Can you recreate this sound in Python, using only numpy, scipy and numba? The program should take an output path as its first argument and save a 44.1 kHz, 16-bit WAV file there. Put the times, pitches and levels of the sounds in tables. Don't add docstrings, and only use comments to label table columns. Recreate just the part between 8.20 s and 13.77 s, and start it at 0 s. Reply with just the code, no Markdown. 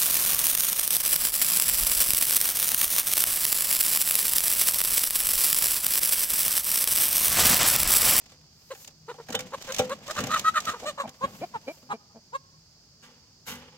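import sys
import numpy as np
from scipy import signal
from scipy.fft import rfft, irfft, next_fast_len
from scipy.io import wavfile
from scipy.ndimage import uniform_filter1d
from numba import njit

SR = 44100
rng = np.random.default_rng(int(sys.argv[2]) if len(sys.argv) > 2 else 0)


def to_wav(sig):
    pcm = np.clip(np.atleast_2d(sig), -1, 1) * 32767
    pcm = np.round(pcm).astype(np.int16)
    wavfile.write(sys.argv[1], SR, pcm.T)


N = 245754
TIME = np.arange(N) / SR
CUTOFF_HZ = 16000
# t/s, tray level/dB, wire level/dB
KNOCKS = [(0.118, -55.5, -56), (0.548, -53, -51), (0.674, -53, -71), (.94, -45.5, -59), (1.085, -40, -45),
          (1.123, -46, -39.5), (1.149, -32.5, -36), (1.19, -34, -37), (1.205, -44, -47.5),
          (1.591, -19.5, -26.5), (1.598, -34, -57), (1.988, -29.5, -36.5), (2.005, -33, -35.5),
          (2.038, -39.5, -41), (2.068, -36, -39), (2.875, -43.5, -50), (3.073, -49, -66),
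          (3.627, -47.5, -66)]


def from_db(db):
    return 10 ** (np.asarray(db) / 20)


def rms_one(x):
    return x / np.sqrt(np.mean(x ** 2) + 1e-20)


def at_hz(points, hz):
    f, value = np.transpose(points)
    return np.interp(np.log(np.maximum(hz, 1)), np.log(f), value)


def level(rows):
    s, db = np.transpose(rows)
    return from_db(np.interp(TIME, s, db, left=-120, right=-120))


def swell(s, rise_s, decay_s, hold_s=0):
    growing = np.maximum(s - TIME, 0) / abs(rise_s)
    dying = np.maximum(TIME - s - hold_s, 0) / abs(decay_s)
    return np.exp(-np.minimum(growing + dying, 20))


def shape(x, gain_at):
    size = next_fast_len(x.shape[-1] + 2048)
    hz = np.arange(size // 2 + 1) * SR / size
    return irfft(rfft(x, size) * gain_at(hz), size)[..., :x.shape[-1]]


def colour(x, spectrum):
    return shape(x, lambda hz: from_db(at_hz(spectrum, hz)))


def highpass(x, order, hz):
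    return signal.sosfilt(signal.butter(order, hz, "high", fs=SR, output="sos"), x)


def drift(rate, size=N):
    at = np.arange(size) * rate / SR
    return np.interp(at, np.arange(size), rng.standard_normal(size))


def ring(clicks, hz, t60):
    r, w = from_db(-60 / (t60 * SR)), 2 * np.pi * hz / SR
    return signal.lfilter([0, np.sin(w)], [1, -2 * r * np.cos(w), r * r], clicks + 1e-18)


def ring_modes(clicks, modes):
    return sum((-1) ** k * from_db(db) * ring(clicks, hz, t60) for k, (hz, db, t60) in enumerate(modes))


def burst(s, decay_s, rise_s=0.002):
    out, start = np.zeros(N), int(s * SR)
    age = np.arange(min(4096, N - start)) / SR
    crackle = rng.standard_normal(len(age)) * np.exp(-age / decay_s) * (1 - np.exp(-age / rise_s))
    out[start:start + len(age)] = crackle / np.linalg.norm(crackle)
    return out


def spread(pair):
    # f/Hz, likeness (1 = the same, 0 = unrelated)
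    likeness = [(30, .86), (80, .98), (250, .95), (1200, .96), (2000, .45), (4000, .1), (8000, 0),
                (16000, 0)]
    alike = lambda hz: np.clip(at_hz(likeness, hz), -1, 1)
    mid = shape(pair[0], lambda hz: np.sqrt((1 + alike(hz)) / 2))
    side = shape(pair[1], lambda hz: np.sqrt((1 - alike(hz)) / 2))
    return np.array([mid + side, mid - side])


def noise(spectrum):
    return rms_one(spread(colour(rng.standard_normal((2, N)), spectrum)))


def from_left(pair, lead_s=.00012):
    return np.array([pair[0], np.pad(pair[1], (round(lead_s * SR), 0))[:N]])


def meadow(insect_db=-60, air_db=-62, hum_db=-64, hum_hz=154, hum_t60=1.0):
    # f/Hz, level/dB
    chorus = [(2500, -38.5), (3800, -15.5), (4400, 1.5), (4950, 5.5), (5600, -1), (6500, -2.5),
              (7500, -9.5), (9000, -21.5), (16000, -35)]
    # f/Hz, level/dB
    still_air = [(25, -16), (80, 1), (160, 1.5), (300, -10), (500, -14.5), (1000, -17.5), (2000, -21.5),
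                 (4000, -20), (8000, -33), (10300, -39.5), (13000, -29), (16000, -30.5)]
    # t/s, level/dB
    hum_swell = [(0, 1), (.8, 5), (1.5, 0), (3.9, -16.5), (4.3, -2.5), (4.7, -23), (5.6, 1)]
    hum = rms_one(ring(rng.standard_normal(N), hum_hz, hum_t60))
    insects = from_db(insect_db) * noise(chorus)
    return insects + from_db(air_db) * noise(still_air) + from_db(hum_db) * level(hum_swell) * hum


def feathers(clump_db=4, grain_db=2.0, rustle_db=-2, flick_db=19):
    # t/s, rustle level/dB
    struggle = [(0, -57), (.35, -69), (.62, -60), (.78, -84), (.95, -55.5), (1.2, -55.5), (1.68, -51),
                (1.78, -59), (1.92, -41), (2.4, -46), (2.8, -65), (3.15, -57), (3.53, -62.5), (3.9, -75),
                (5.57, -82)]
    # t/s, peak level/dB, swell/s, decay/s
    brushes = [(.685, -49.5, 0.014, 0.013), (1.115, -49, .025, 0.091), (1.48, -41.5, 0.06, 0.13),
               (1.598, -32, 0.02, 0.021), (1.98, -45, 0.08, 0.058), (2.199, -31.5, .028, .02),
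               (2.489, -34, 0.029, 0.028), (2.655, -46, 0.15, 0.057), (2.89, -62, 0.022, 0.027)]
    # t/s, level/dB
    flick_rows = [(0.6454, -37), (0.6753, -34), (1.1022, -31.5), (1.1268, -29), (1.1498, -20),
                  (1.1906, -29), (1.2048, -28.5), (1.422, -33), (1.5207, -23), (1.5441, -22.5),
                  (1.5628, -26), (1.5835, -20), (1.6942, -34), (1.8777, -33), (1.9082, -25), (1.9875, -30),
                  (2.003, -27), (2.0378, -27), (2.0688, -29.5), (2.1181, -29.5), (2.1934, -20),
                  (2.4024, -25.5), (2.4523, -27.5), (2.8906, -36.5)]
    # f/Hz, level/dB
    feather_colour = [(300, -2), (700, 2), (1500, -4), (3000, 0), (4500, -3.5), (6800, -1), (8500, -10),
                      (10300, -20), (12000, -12.5), (16000, -21.5)]
    grains = rng.standard_normal((2, N)) * from_db(grain_db * drift(2500) + clump_db * drift(130))
    brushing = sum((from_db(db) * swell(s, rise_s, decay_s)) ** 2 for s, db, rise_s, decay_s in brushes)
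    sliding = from_db(rustle_db) * np.sqrt(level(struggle) ** 2 + brushing) * rms_one(grains)
    flick_side = lambda: sum(from_db(db + flick_db) * burst(s, .0035, rise_s=.003) for s, db in flick_rows)
    flicks = highpass(np.array([flick_side() for side in range(2)]), 1, 3500)
    return from_db(8.0) * spread(colour(sliding + flicks, feather_colour))


def tray(contact_s=0.0014, tray_db=-2):
    # f/Hz, level/dB, t60/s
    tray_modes = [(90, -8, 0.14), (136.7, -13, 0.24), (202.6, -11, 0.12), (252.8, -8, 0.29),
                  (452, -6, 0.12), (507.5, -4.5, 0.29), (591, -3, 0.1), (776, -1.5, 0.11),
                  (831, -4.5, 0.12), (1130, -2, 0.023), (1390, -14, 0.11), (1750, -20.5, 0.0077)]
    blows = sum(from_db(db) * burst(s, contact_s) for s, db, wire_db in KNOCKS)
    return from_db(tray_db) * ring_modes(blows, tray_modes)


def wires(drive, t60_at_1khz=0.14, damping_slope=0.48, ring_db=-11, count=170):
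    # f/Hz, level/dB
    wire_colour = [(700, -9), (1300, -3), (2000, -1), (3200, 0), (4500, -3), (7000, -1), (10000, -10),
                   (15000, -9)]
    out = np.zeros((2, N))
    mode_hz = np.linspace(np.sqrt(700), np.sqrt(15500), count) ** 2
    for hz, (detune, left, right) in zip(mode_hz, rng.standard_normal((count, 3))):
        t60 = t60_at_1khz * (1000 / hz) ** damping_slope
        mode = from_db(at_hz(wire_colour, hz)) * ring(drive, hz * (1 + 0.0147 * detune), t60)
        out[0] += np.sign(left) * mode
        out[1] += right * mode
    return from_db(ring_db) * spread(out)


def jostling(door, jostle_db=-6, jostle_t60=0.82):
    # f/Hz, level/dB
    jostle_colour = [(40, -17), (80, 6.5), (150, -14), (240, 11), (330, -8.5), (500, 8.5), (670, -12),
                     (850, 3.5), (1100, -3), (2000, -5.5), (3000, -2), (4500, -13.5), (7000, -18),
                     (16000, -44)]
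    keep = from_db(-120 / (jostle_t60 * SR))
    stored = signal.lfilter([1 - keep], [1, -keep], door ** 2)
    return from_db(jostle_db) * np.sqrt(stored) * noise(jostle_colour) * from_db(2.2 * drift(70))


def cage(chatter_db=-34, frame_db=-8, kick_frame_db=-22, clink_db=6, ticks_per_s=2500):
    # t/s, level/dB, hold/s, decay/s, added clinking level/dB
    door_hits = [(4.827, -48, 0.015, 0.046, -13), (5.271, -35.5, 0.041, 0.034, 0.5)]
    # f/Hz, level/dB, t60/s
    frame_modes = [(153, -4, .4), (200, -4, .35), (244, -2, .35), (455, -8, .25), (502, -7, .25),
                   (805, -7, .25), (867, -6, .25), (1370, -3, .2), (1950, -2, .2), (2025, 0, .2),
                   (2570, -3, .18), (2835, -2, .18), (2915, -1, .2), (3155, -3, .18), (6310, 0, .12)]
    # f/Hz, level/dB
    clink_colour = [(300, -29), (1500, -10.5), (4000, -9.5), (6800, -9), (8500, -10.5), (10300, -13),
                    (12000, -9), (16000, -17)]
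    door, clinking = np.zeros(N), np.zeros(N)
    for s, db, hold_s, decay_s, bright_db in door_hits:
        jolt = from_db(db) * swell(s, 0.0053, decay_s, hold_s)
        door += jolt
        clinking += jolt * from_db(bright_db)
    chatter = rms_one(rng.standard_normal((2, N)) * (rng.random(N) < ticks_per_s / SR))
    shaking = from_db(chatter_db) * door * chatter[0]
    kicks = sum(from_db(db) * burst(s, 0.0012) for s, tray_db, db in KNOCKS)
    frame = from_db(frame_db) * ring_modes(shaking + from_db(kick_frame_db) * kicks, frame_modes)
    clinks = from_db(clink_db) * spread(colour(clinking * chatter, clink_colour))
    return wires(kicks + shaking) + frame + jostling(door) + clinks


def sleeves():
    # t/s, level/dB
    sleeve_level = [(.33, -72), (.5, -60.5), (.63, -49), (.72, -76), (2.9, -73), (3.17, -54), (3.33, -69),
                    (3.42, -71), (3.53, -57.5), (3.8, -83)]
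    # f/Hz, level/dB
    cloth_colour = [(500, -22), (3000, -8), (7000, 5), (10300, -5.5), (12500, 3), (16000, -2.5)]
    return level(sleeve_level) * noise(cloth_colour)


@njit
def throat(x, hz, width, sr):
    y, r = np.zeros(len(x)), np.exp(-np.pi * width / sr)
    for i in range(2, len(x)):
        turn = 2 * r * np.cos(2 * np.pi * hz[i] / sr)
        y[i] = x[i] - x[i - 2] + turn * y[i - 1] - r * r * y[i - 2]
    return y


def evened(x):
    return x / np.sqrt(np.abs(uniform_filter1d(x * x, 400)) + 1e-12)


def call(row, beak, throat_width_hz, jitter, shimmer, throat_rasp, beak_rasp):
    (s, rise_s, fall_s, swell_db, start_hz, top_hz, end_hz,
     low_db, throat_db, centre_hz, beak_db, roughness) = row
    catch_s = .014
    span = np.arange(int((s - rise_s - catch_s / 2) * SR), int((s + fall_s) * SR))
    t, size = span / SR, len(span)
    before, after = np.clip((s - t) / rise_s, 0, 1), np.maximum(t - s, 0) / fall_s

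    effort = from_db(-swell_db * before - 23.5 * after ** 2.01)
    pitch = top_hz + (start_hz - top_hz) * before ** 1.5 + (end_hz - top_hz) * after ** 1.266
    throat_hz = centre_hz * pitch / top_hz
    width_hz = throat_width_hz * np.exp(-0.017 * (throat_db + 32))
    rough = roughness + 0.43 * (before + after) ** 2

    phase = 2 * np.pi * np.cumsum(pitch * (1 + jitter * rough * drift(496.2, size))) / SR
    order = np.arange(2, int(CUTOFF_HZ / pitch.max()))[:, None]
    overtones = rms_one(np.cos(order * phase).sum(0))
    hiss = rms_one(rng.standard_normal((2, size)) * (1 + 0.2 * np.cos(phase)))
    overtones = overtones * (1 + .35 * rough * np.cos(phase / 2))
    voiced = overtones + throat_rasp * rough * hiss[0]
    for stage_hz in (width_hz, 2 * width_hz, 2 * width_hz):
        voiced = throat(voiced, throat_hz, stage_hz, SR)
    bright = highpass(colour(overtones + beak_rasp * (rough + 0.25) * hiss[1], beak), 4, 1600)

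    fundamental = from_db(low_db) * np.sqrt(2) * np.sin(phase)
    sound = effort * (fundamental + from_db(throat_db) * evened(voiced) + from_db(beak_db) * evened(bright))
    tremor = 1 + np.clip(shimmer * rough, 0, .7) * np.tanh(drift(220, size))
    catch = np.sin(np.pi / 2 * np.minimum((t - t[0]) / catch_s, 1)) ** 2
    out = np.zeros(N)
    out[span] = sound * tremor * catch * signal.windows.tukey(size, .1)
    return out


def placed(voice, lead_s, scatter_db=-5, scatter_s=0.0071, ground_db=-22, ground_s=0.019):
    direct = np.array([voice, np.interp(TIME - lead_s, TIME, voice)])
    treble = highpass(voice, 4, 2000)

    def blur(x, decay_s):
        smear = lambda: np.trim_zeros(burst(0.00075, decay_s), "b")
        return np.array([signal.oaconvolve(x, smear())[:N] for side in range(2)])

    return direct + from_db(scatter_db) * blur(treble, scatter_s) + from_db(ground_db) * blur(voice, ground_s)


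def roosters():
    # climax t/s, rise/s, fall/s, swell/dB, start f/Hz, climax f/Hz, end f/Hz,
    # fundamental level/dB, throat level/dB, throat f/Hz, beak overtone level/dB, roughness (0-1)
    held_calls = [ (.522, 0.017, .021, 4, 533, 533, 395, -36, -42, 1110, -47, 0.5),
                  (0.903, 0.02, 0.029, 6.5, 440.5, 503.4, 410, -36, -37, 1090, -48.5, 0.46),
                  (.994, 0.0081, 0.03, 4, 473, 489, 408, -41.5, -45, 860, -64, 0.56),
                  (1.147, 0.013, 0.015, 15, 454.4, 487, 450, -31.5, -36, 1150, -38.5, 0.59),
                  (1.345, .023, 0.013, 10, 458, 553.3, 477, -34.5, -31, 1030, -45, 0.44),
                  (1.503, 0.024, 0.032, 9, 554, 526, 514, -36, -40, 1220, -44, 0.45),
                  (1.722, .025, 0.022, 5.5, 487, 570, 555, -32, -32.5, 1150, -42, 0.38),
                  (1.910, 0.028, 0.017, 8.5, 534, 639, 580, -35.5, -34, 1340, -44.5, 0.59),
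                  (1.986, 0.024, 0.018, 5.5, 569, 617, 540, -42.5, -30.5, 1280, -39.5, .68),
                  (2.146, 0.05, 0.042, 4.5, 598, 644.4, 595, -44, -22.5, 1250, -33.5, 0.56),
                  (2.283, 0.037, .020, 12, 621, 642.3, 650, -51.5, -15.5, 1290, -32.5, .1),
                  (2.374, .030, 0.029, 11, 644, 622, 603, -43, -21.5, 1314, -34, .45),
                  (2.484, .020, 0.049, 16, 611, 641, 609, -41.5, -20.5, 1304, -30, 0.61),
                  (2.547, .016, 0.033, 6.5, 468, 488, 396, -43, -37.5, 1020, -52, 0.8),
                  (2.688, .034, .032, 6.5, 555, 616, 532, -32, -33.5, 1220, -36.5, 0.2),
                  (2.797, 0.02, 0.061, 13.5, 530, 564.5, 488, -36.5, -28.5, 1080, -41.5, 0.56),
                  (3.045, 0.035, 0.017, 19.5, 490, 549, 538, -29.5, -22, 990, -42, 0.1),
                  (3.359, 0.019, 0.017, 9, 496, 455.4, 408, -46.5, -29, 884, -54, 0.22),
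                  (3.723, 0.03, 0.016, 11, 392, 425, 375, -53.5, -28, 966, -49, 0.56),
                  (4.156, 0.029, 0.017, 18, 441, 548, 528, -37.5, -27, 1100, -47.5, 0.12), ]
    # climax t/s, rise/s, fall/s, swell/dB, start f/Hz,
    # climax f/Hz, end f/Hz, fundamental level/dB, throat level/dB, throat f/Hz, beak overtone level/dB,
    # roughness (0-1)
    caged_calls = [ (1.107, .012, 0.013, 5.2, 230.5, 254, 220, -39, -41, 580, -55, 0.68),
                   (2.658, .036, .014, 4.5, 214.7, 312, 315, -47.5, -36.5, 647, -60, 1),
                   (2.856, .019, 0.014, 8.2, 241, 211, 222, -38.5, -34, 710, -55, 0.35),
                   (3.240, 0.029, 0.015, 9.4, 206.3, 361.3, 340, -40, -29.5, 700, -45.5, 0.12),
                   (3.484, 0.013, 0.042, 10, 242.6, 263.8, 370, -39.5, -32.5, 503, -41.5, 0.38),
                   (3.738, .011, .028, 13, 256, 232.6, 207, -41, -37, 512, -50.5, 0.19),
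                   (3.966, .018, 0.034, 7, 227, 221.6, 187, -48, -48, 520, -70, 0.55), ]
    # f/Hz, level/dB
    open_beak = [(1500, -18), (1850, 4.5), (2300, -4.5), (2900, 1), (3400, -4.5), (3950, 3), (5000, -14),
                 (6800, -3.5), (8500, -8.5), (10300, -23), (12000, -19), (14000, -20.5), (16000, -24)]
    # f/Hz, level/dB
    shut_beak = [(1500, -1.5), (2100, -11.5), (2340, 10), (2600, -14), (3000, -8), (3600, -20),
                 (4200, -6.5), (6000, -19), (16000, -38)]
    # t/s, lead at the left microphone/s
    held_lead = [(0, .00007), (2.3, .00007), (3.0, .00018), (4.2, .00026)]
    held = sum(call(row, open_beak, throat_width_hz=445, jitter=.075, shimmer=1,
                    throat_rasp=1.25, beak_rasp=1.9) for row in held_calls)
    caged = sum(call(row, shut_beak, throat_width_hz=233, jitter=.11, shimmer=.9,
                     throat_rasp=1.0, beak_rasp=1.3) for row in caged_calls)
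    return placed(held, np.interp(TIME, *np.transpose(held_lead))) + placed(caged, lead_s=-0.00011)


def wings(air_db=-1.5, flutter_db=3):
    # t/s, peak level/dB, decay/s
    beats = [(1.125, -47, .035), (1.18, -42, 0.018), (1.25, -47.5, 0.2), (1.6, -36, 0.13),
             (2.0, -30, 0.039), (2.040, -32, 0.0349), (2.13, -43, 0.031), (2.225, -46, 0.21),
             (2.48, -39.5, 0.026), (2.63, -45, 0.091), (2.88, -38.5, 0.011), (3.034, -39, 0.099),
             (3.22, -42, 0.02), (3.36, -43, 0.019), (3.48, -53, .03), (3.71, -47.5, .03)]
    # f/Hz, level/dB
    whoosh_colour = [(30, -27.5), (70, -10.5), (130, -5), (205, 1), (340, -13), (600, -13.5), (1200, -20.5),
                     (3000, -21.5), (16000, -75)]
    gusts = sum(from_db(db) * swell(s, .014, decay_s) for s, db, decay_s in beats)
    return from_db(air_db) * gusts * rms_one(noise(whoosh_colour) * from_db(flutter_db * drift(45)))


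def plucked_bar():
    # t/s, level/dB
    pluck_row = (1.151, -26)
    # f/Hz, level/dB, t60/s
    bar_modes = [(2940, 3, 0.041), (3070, -2, 0.095), (3430, 2, 0.054), (3630, -2, 0.12)]
    s, db = pluck_row
    return ring_modes(from_db(db) * signal.unit_impulse(N, int(s * SR)), bar_modes)


def wood(x, tail_db=-31, tail_t60=0.34):
    # delay t/s, level/dB
    echoes = [(.092, -32.5), (0.113, -37.5), (0.139, -39), (.19, -34.5), (0.211, -39.5)]
    age = TIME[:SR]
    tail = rng.standard_normal((2, SR)) * from_db(-60 * age / tail_t60)
    response = from_db(tail_db) * rms_one(tail) / np.sqrt(SR)
    for delay, db in echoes:
        response[:, int(delay * SR)] += from_db(db)
    dull = signal.sosfilt(signal.butter(1, 3500, fs=SR, output="sos"), x)
    return signal.fftconvolve(dull, response, axes=1)[:, :N]


def scene():
    scuffle = feathers() + tray() + cage() + sleeves() + wings() + plucked_bar()
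    crate = roosters() + from_left(scuffle)
    return from_left(meadow()) + crate + wood(crate)


def record(dry):
    # f/Hz, left minus right level/dB
    tilt = [(200, 1.54), (1200, 0), (2200, -2), (4500, -3), (8000, -2), (13000, 6)]
    left = shape(dry[0], lambda hz: from_db(at_hz(tilt, hz) / 2))
    right = shape(dry[1], lambda hz: from_db(-at_hz(tilt, hz) / 2))
    top_cut = signal.ellip(10, .1, 70, CUTOFF_HZ, fs=SR, output="sos")
    return signal.sosfilt(top_cut, np.array([left, right]))


dry = scene()
out = record(dry)
to_wav(out)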